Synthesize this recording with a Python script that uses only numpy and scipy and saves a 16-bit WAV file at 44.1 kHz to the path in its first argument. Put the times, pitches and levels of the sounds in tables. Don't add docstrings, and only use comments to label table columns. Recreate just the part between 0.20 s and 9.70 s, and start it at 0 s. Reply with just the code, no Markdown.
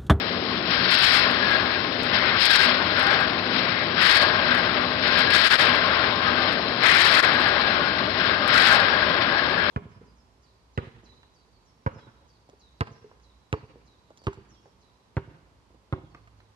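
import sys
import numpy as np
from scipy import signal
from scipy.fft import rfft, irfft
from scipy.io import wavfile
from scipy.ndimage import uniform_filter1d

SR = 44100
rng = np.random.default_rng(int(sys.argv[2]) if len(sys.argv) > 2 else 0)


def put_to_file(sound):
    columns = np.atleast_2d(sound).T
    safe = np.clip(columns, -1, 1)
    whole_steps = np.round(safe * 32767)
    wavfile.write(sys.argv[1], SR, whole_steps.astype(np.int16))


N = 418950
TIME = np.arange(N) / SR
HZ = np.maximum(np.arange(N // 2 + 1) * SR / N, 1)
SLIDE_RELEASE_S, SPILL_RELEASE_S = .06, .085
ROLL_DRUM_DB, ROLL_SKITTER_DB = -27.5, -26


def nuts():
    drum_db, skitter_db = flows()
    surge_db = drum_db - ROLL_DRUM_DB
    return heap_thud(surge_db) + pan_drum(drum_db) + wall_ring(surge_db) + skitter(skitter_db, surge_db)


# start_s, length_s, drum_db, skitter_db, drum_swell_db_per_s, run_out_s, run_out_db
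SLIDES = [(0.67, .3, -15, -9.5, 10, .55, -24), (2.168, .27, -17.5, -9.5, 28, .57, -25.5),
          (3.762, .215, -13, -12, 2.5, .62, -24), (5.085, .323, -13.5, -11.5, 10, .46, -21),
          (6.595, .39, -14.5, -14.5, 4, .63, -21), (8.248, .315, -16.5, -17.5, 10, .62, -22.5)]
# start_s, length_s, drum_db, skitter_db
SPILLS = [(0.455, .2, -28, -21.5), (1.255, .06, -22, -22.5), (1.79, .1, -27, -28), (1.89, .07, -21, -18.5),
          (1.983, .19, -22.5, -23.5), (2.73, .245, -19.5, -22), (3.286, .1, -29, -23), (3.44, .1, -28, -27),
          (4.259, .094, -19.5, -27), (4.52, .08, -27, -29), (4.805, .08, -22, -19.5),
          (4.929, .07, -19, -16.5), (5.99, .09, -19, -24), (6.13, .17, -24, -24.5),
          (7.94, .15, -21.5, -23.5), (9.335, .16, -22.5, -34)]
# time_s, gain_db
ROLLING = [(0, -2), (.22, -7), (.45, -1.5), (1.7, -2), (3.2, -1), (4.7, 0), (6.3, 1.5), (6.55, -2),
           (7.7, 2), (7.9, 1), (9.5, 2.5)]

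def flows():
    rolling_db, = in_time(ROLLING)
    drum = from_db(ROLL_DRUM_DB + rolling_db) ** 2
    hiss = from_db(ROLL_SKITTER_DB + .3 * rolling_db) ** 2
    for start, length, drum_db, skitter_db, swell, run_out_s, run_out_db in SLIDES:
        end = start + length
        stragglers = from_db(run_out_db) ** 2 * rush(end, run_out_s, SPILL_RELEASE_S, swell_db_per_s=-8)
        drum += from_db(drum_db) ** 2 * rush(start, length, SLIDE_RELEASE_S, swell, crest_db=5.5)
        drum += stragglers
        hiss_swell = 15 - 1.25 * swell
        hiss += from_db(skitter_db) ** 2 * rush(start, length, SLIDE_RELEASE_S, hiss_swell, crest_db=5.5)
        hiss += from_db(-.06 - .38 * end) ** 2 * stragglers
    for start, length, drum_db, skitter_db in SPILLS:
        spill = rush(start, length, SPILL_RELEASE_S)
        drum += from_db(drum_db) ** 2 * spill
        hiss += from_db(skitter_db) ** 2 * spill
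    return 10 * np.log10([drum, hiss])


def rush(start, length, release_s, swell_db_per_s=0, crest_db=0, attack_s=.064):
    power = np.zeros(N)
    sounding = (TIME > start) & (TIME < start + length + 10 * release_s)
    age = TIME[sounding] - start
    rise = np.minimum(age / attack_s, 1)
    crest = np.exp(-((age - .65 * length) / .055) ** 2)
    hold = from_db(swell_db_per_s * (np.minimum(age, length) - length / 2) + crest_db * crest)
    tail = np.exp(-np.maximum(age - length, 0) / release_s)
    power[sounding] = (rise * hold * tail) ** 2
    return power


def collisions(level_db, modes, per_s, clump_db, clump_hz):
    flow = from_db(level_db + clump_db * drift(clump_hz)) ** 2
    strikes = rng.poisson(flow / flow.mean() * per_s / SR)
    clicks = np.sqrt(strikes) * rng.standard_normal((2, N))
    return np.sqrt(flow.mean()) * at_microphones(*clicks, resonances(modes))


# pitch_hz, width_hz, gain_db
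SKITTER_MODES = [(1954, 1490, 2.5), (2630, 460, -2.5), (3165, 630, 0), (3940, 1620, -0.5), (4600, 4600, -7),
                 (8800, 8600, -9.5)]

def skitter(skitter_db, surge_db):
    hiss = collisions(skitter_db, SKITTER_MODES, per_s=300000, clump_db=1.06, clump_hz=28)
    hardness_db = .5 + .6344 * (skitter_db - ROLL_SKITTER_DB) - .59 * surge_db
    soft = low_pass(hiss, hz=3640, order=5)
    return from_db(1.3) * (soft + from_db(hardness_db) * (hiss - soft))


# pitch_hz, width_hz, gain_db
PAN_MODES = [(1420, 580, -2), (1563, 400, 2), (1840, 1410, -8)]

def pan_drum(drum_db):
    return from_db(-2.5) * collisions(drum_db, PAN_MODES, per_s=50000, clump_db=1.2, clump_hz=22)


# pitch_hz, width_hz, gain_db
HEAP_MODES = [(604, 188, 0), (788, 32, -2), (925, 430, -5.5), (1070, 73, 2.5), (1197, 140, 0)]

def heap_thud(surge_db, settle_s=.2, lag_s=.12, flour_db_per_s=.3575):
    settling_db = uniform_filter1d(surge_db, int(settle_s * SR))
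    late_db = np.interp(TIME - lag_s, TIME, settling_db)
    level_db = -33.5 + flour_db_per_s * TIME + .48 * late_db
    return collisions(level_db, HEAP_MODES, per_s=12000, clump_db=1.11, clump_hz=14)


# pitch_hz, width_hz, gain_db
WALL_MODES = [(615, 50, 0.5), (775, 25, -9.5), (1067, 78, -0.5)]

def wall_ring(surge_db):
    return collisions(-39.5 + .4 * surge_db, WALL_MODES, per_s=8000, clump_db=1.37, clump_hz=10)


# start_s, length_s, level_db
CLACKS = [(1.91, 0.23, -24.5), (3.38, .24, -27.5), (3.777, .18, -20.5), (4.28, .09, -24.5),
          (6.61, .22, -14.5), (6.9, .1, -14.5), (8.32, .17, -18.5), (8.917, .06, -26)]
RATTLES = [(.72, .22, -18), (2.19, .15, -13), (3.83, .16, -17), (5.09, .14, -17.5), (6.77, .19, -19),
           (8.36, .08, -18.5)]
# pitch_hz, width_hz, gain_db
CLACK_MODES = [(1970, 850, 0)]
RATTLE_MODES = [(2540, 140, -6.5), (3280, 310, 2), (4010, 570, 0.5), (4450, 260, 3), (4900, 320, -16)]

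def clatter():
    clacks = collisions(bursts_db(CLACKS), CLACK_MODES, per_s=30000, clump_db=.14, clump_hz=25)
    rattles = collisions(bursts_db(RATTLES), RATTLE_MODES, per_s=900, clump_db=1.45, clump_hz=35)
    return clacks + rattles


def bursts_db(rows):
    power = sum(from_db(db) ** 2 * rush(start, length, SLIDE_RELEASE_S) for start, length, db in rows)
    return 10 * np.log10(power + 1e-12)


# time_s, pitch_hz, level_db
MAIN_RING = [(0, 1620, -33), (.25, 1620, -46), (.85, 1600, -28), (1.15, 1670, -32), (1.37, 1648, -21),
             (1.62, 1630, -40), (2.0, 1600, -33), (2.22, 1640, -30), (2.34, 1600, -9), (2.46, 1590, -22.5),
             (2.62, 1565, -40), (2.84, 1592, -20.5), (3, 1610, -25.5), (3.12, 1620, -38), (3.7, 1630, -39),
             (3.92, 1640, -18), (4.12, 1620, -25.5), (4.35, 1602, -25.5), (4.68, 1545, -36),
             (4.87, 1590, -28.5), (5.25, 1650, -20), (5.5, 1630, -28.5), (5.8, 1592, -34.5),
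             (6.22, 1565, -28), (6.5, 1570, -42), (7.15, 1648, -25.5), (7.55, 1635, -28), (7.9, 1590, -37),
             (8.05, 1605, -25), (8.22, 1600, -28), (8.5, 1590, -18), (8.8, 1638, -27), (9.15, 1658, -28),
             (9.5, 1645, -22.5)]
HIGH_RING = [(0, 4091, -54), (.9, 3945, -40), (1.4, 4130, -39), (2.1, 4144, -40), (2.7, 4080, -36),
             (3.2, 4044, -49), (3.45, 3830, -34), (3.75, 3944, -39), (4.25, 4030, -35), (4.7, 4000, -39),
             (5.4, 4120, -39), (5.75, 4010, -46), (6.15, 4080, -36), (6.45, 4120, -36), (6.9, 4030, -29),
             (7.6, 4120, -38), (9.5, 4100, -44)]
# start_s, length_s, pitch_hz, width_hz, level_db
BRIEF_RINGS = [(.48, 0.27, 4520, 110.4, -36), (2.2, 0.17, 4490, 130, -24), (2.8, 0.16, 806, 70, -30.5),
               (5.42, 0.7, 1075, 92, -33), (5.87, .08, 3760, 110, -32), (6.02, 0.047, 1258, 80, -25),
               (6.7, 0.51, 797, 50, -39), (7.2, 0.29, 803, 60.3, -35), (7.52, 0.14, 1452, 44.5, -28),
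               (8.148, 0.18, 1233, 60, -29), (8.38, 0.25, 803, 55, -30), (8.833, 0.18, 1062, 80, -31)]

def singing_pan(flutter_db=1.8):
    out = np.zeros((2, N))
    for curve, width_hz in (MAIN_RING, 118), (HIGH_RING, 135):
        hz, level_db = in_time(curve)
        out += ring(hz, width_hz, from_db(level_db + flutter_db * drift(12)))
    for start, length, hz, width_hz, level_db in BRIEF_RINGS:
        power = rush(start, length, SPILL_RELEASE_S)
        sounding = power > 0
        out[:, sounding] += ring(hz, width_hz, from_db(level_db) * np.sqrt(power[sounding]))
    return out


def ring(hz, width_hz, gain):
    pole = np.exp(-np.pi * width_hz / SR)
    strikes = rng.standard_normal((2, len(gain))) + 1j * rng.standard_normal((2, len(gain)))
    swing = signal.lfilter([1], [1, -2 * pole, pole ** 2], strikes)
    direct, scattered = swing * np.exp(2j * np.pi * np.cumsum(hz * np.ones(len(gain))) / SR)
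    level_db, likeness, lag = far_mic_at(np.mean(hz))
    far = likeness * np.exp(-1j * lag) * direct + np.sqrt(1 - likeness ** 2) * scattered
    return gain * np.real([direct, from_db(level_db) * far]) / np.std(direct.real)


# time_s, level_db
TICKS = [(0.711, -24), (0.786, -24), (1.112, -36), (1.174, -52), (1.311, -38), (1.833, -30), (2.202, -26),
         (2.255, -15), (2.794, -29), (2.827, -30), (2.868, -32), (3.005, -35), (4.348, -30.5), (4.379, -36),
         (4.879, -37), (4.942, -48), (4.989, -25), (5.105, -27), (5.555, -36), (6.325, -35), (7.091, -40),
         (7.142, -35), (7.203, -35), (7.216, -39), (7.276, -36), (7.301, -46), (8.279, -26), (9.305, -46),
         (9.39, -41.5)]

def ticks(repeat_s=.0077, snap_s=.0022, tail_s=.016):
    time_s, level_db = np.transpose(TICKS)
    second_s = time_s + repeat_s * rng.uniform(.7, 1.3, len(time_s))
    clicks = np.zeros(N)
    clicks[(time_s * SR).astype(int)] = from_db(level_db)
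    clicks[(second_s * SR).astype(int)] += from_db(level_db - 10.5)
    snap, tail = (signal.lfilter([1], [1, -np.exp(-1 / (decay_s * SR))], clicks + 1e-18)
                  for decay_s in (snap_s, tail_s))
    bursts = (snap + from_db(-24) * tail) * rng.standard_normal(N)
    treble = signal.butter(2, [5630, 11900], "band", fs=SR, output="sos")
    return np.array([signal.sosfilt(treble, bursts), np.zeros(N)])


# time_s, level_db
MAIN_HUM = [(0, -39.5), (.3, -42), (.8, -45), (1.0, -37), (1.3, -45), (1.87, -37), (2.03, -49), (2.3, -41),
            (2.52, -36), (2.85, -48), (3.1, -41), (3.4, -39.5), (3.75, -50), (4.25, -38), (4.55, -42),
            (4.8, -36.5), (5.2, -42), (5.55, -36), (5.85, -46), (6.05, -36.5), (6.25, -40), (6.65, -48),
            (7.3, -43.5), (8.2, -52), (8.52, -41), (8.85, -49), (9.13, -41), (9.5, -46)]
# pitch_hz, early_db, late_db, wander_rad
HUM_LINES = [(71.4, -53.5, -51, 1.3), (95.3, -49.5, -48, 1.8), (121.5, -48.5, -51, 1.4),
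             (185, -44.5, -46.5, 2.3), (374.6, -50, -59, 0.99)]

def drive(main_hz=247, waver_db=3.0, shift_s=(5.4, 6.1), far_db=-1.0):
    main_db, = in_time(MAIN_HUM)
    out = hum_line(main_hz, main_db + .5 * waver_db * drift(8.9), wander_rad=1.1)
    for hz, early_db, late_db, wander_rad in HUM_LINES:
        level_db = np.interp(TIME, shift_s, [early_db, late_db])
        out += hum_line(hz, level_db + waver_db * drift(7.5), wander_rad)
    return out * from_db([[0], [far_db]])


def hum_line(hz, level_db, wander_rad):
    phase = 2 * np.pi * hz * TIME + wander_rad * drift(4.4)
    _, _, lag = far_mic_at(hz)
    return np.sqrt(2) * from_db(level_db) * np.sin([phase, phase - lag])


# frequency_hz, gain_db
HALL_SPECTRUM = [(20, -27), (48, -21.5), (85, -7.5), (145, -8), (240, -2), (400, -2.5), (700, -6.5),
                 (1500, -22.5), (5500, -18)]

def hall(level_db=-27):
    spectrum_db, = in_frequency(HALL_SPECTRUM)
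    return from_db(level_db) * at_microphones(*rng.standard_normal((2, N)), from_db(spectrum_db))


# frequency_hz, level_db, likeness (0-1), lag_rad
FAR_MIC = [(70, 0, .92, .4), (130, -1, .91, .4), (250, -3.3, .9, .6), (450, -5.1, .72, .7),
           (620, -6.5, .8, .8), (850, -7.3, .58, .6), (1150, -9, .48, .8), (1600, -11.8, .52, 2),
           (2000, -17, .41, 1.6), (2700, -20, .1, 2.6), (3800, -26.5, .11, 4.8), (5200, -27, .14, 3.7)]

def at_microphones(direct, scattered, colour):
    level_db, likeness, lag = in_frequency(FAR_MIC)
    shade = colour * from_db(level_db)
    near = shaped(direct, colour)
    far = shaped(direct, shade * likeness * np.exp(-1j * lag))
    far += shaped(scattered, shade * np.sqrt(1 - likeness ** 2))
    return np.array([near, far]) / np.std(near)


def far_mic_at(hz):
    mic_hz, *columns = np.transpose(FAR_MIC)
    return [np.interp(hz, mic_hz, column) for column in columns]


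def from_db(db):
    return 10 ** (np.asarray(db) / 20)


def in_time(rows):
    time_s, *columns = np.transpose(rows)
    return [np.interp(TIME, time_s, column) for column in columns]


def in_frequency(rows):
    hz, *columns = np.transpose(rows)
    return [np.interp(np.log(HZ), np.log(hz), column) for column in columns]


def shaped(x, gain):
    return irfft(rfft(x) * gain, N)


def low_pass(x, hz, order):
    return shaped(x, 1 / np.sqrt(1 + (HZ / hz) ** (2 * order)))


def drift(rate_hz):
    slow = shaped(rng.standard_normal(N), 1 / (1 + (HZ / rate_hz) ** 2))
    return slow / np.sqrt(np.mean(slow ** 2))


def resonances(modes):
    peaks = (from_db(db) / (1 + (2 * (HZ - hz) / width) ** 2) for hz, width, db in modes)
    return np.sqrt(sum(peak ** 2 for peak in peaks))


def scene():
    return nuts() + clatter() + singing_pan() + drive() + hall()


def treble_gate(x, threshold_db, range_db, open_db, edge_hz=5490):
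    band = low_pass(x, edge_hz, order=120)
    level_db = 10 * np.log10(uniform_filter1d(band ** 2, size=1300, mode="wrap") + 1e-12)
    opening = np.clip((level_db - threshold_db) / range_db, 0, 1)
    return band + from_db(open_db) * opening * (x - band)


def gain_control(x, threshold_db, squeeze, window_s):
    hiss = shaped(x[0], HZ > 2400)
    power = uniform_filter1d(hiss ** 2, int(window_s * SR), mode="wrap")
    over_db = np.maximum(10 * np.log10(power + 1e-12) - threshold_db, 0)
    return x * from_db(-squeeze * over_db)


def overload(x, knee, headroom):
    return np.maximum(x, -knee) + headroom * np.tanh(np.minimum(x + knee, 0) / headroom)


# time_s, half_length_s
DIPS = [(5.293, 0.021), (5.375, 0.02), (7.018, 0.018)]

def record(dry):
    x = treble_gate(dry, threshold_db=-17, range_db=5.5, open_db=-22)
    x = gain_control(x, threshold_db=-17.1, squeeze=.88, window_s=.08)
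    x = overload(x, knee=.425, headroom=.03)
    x = -overload(-x, knee=.7, headroom=.2)
    x = treble_gate(x, threshold_db=-16, range_db=2.6, open_db=1)
    x = x + ticks()
    for time_s, half_length_s in DIPS:
        x = x * np.clip(np.abs(TIME - time_s) / half_length_s, .27, 1)
    x = shaped(x, 1 / np.sqrt(1 + (45 / HZ) ** 4))
    x = low_pass(x, hz=12800, order=3)
    return low_pass(x, hz=15800, order=80)


dry = scene()
out = record(dry)
put_to_file(out)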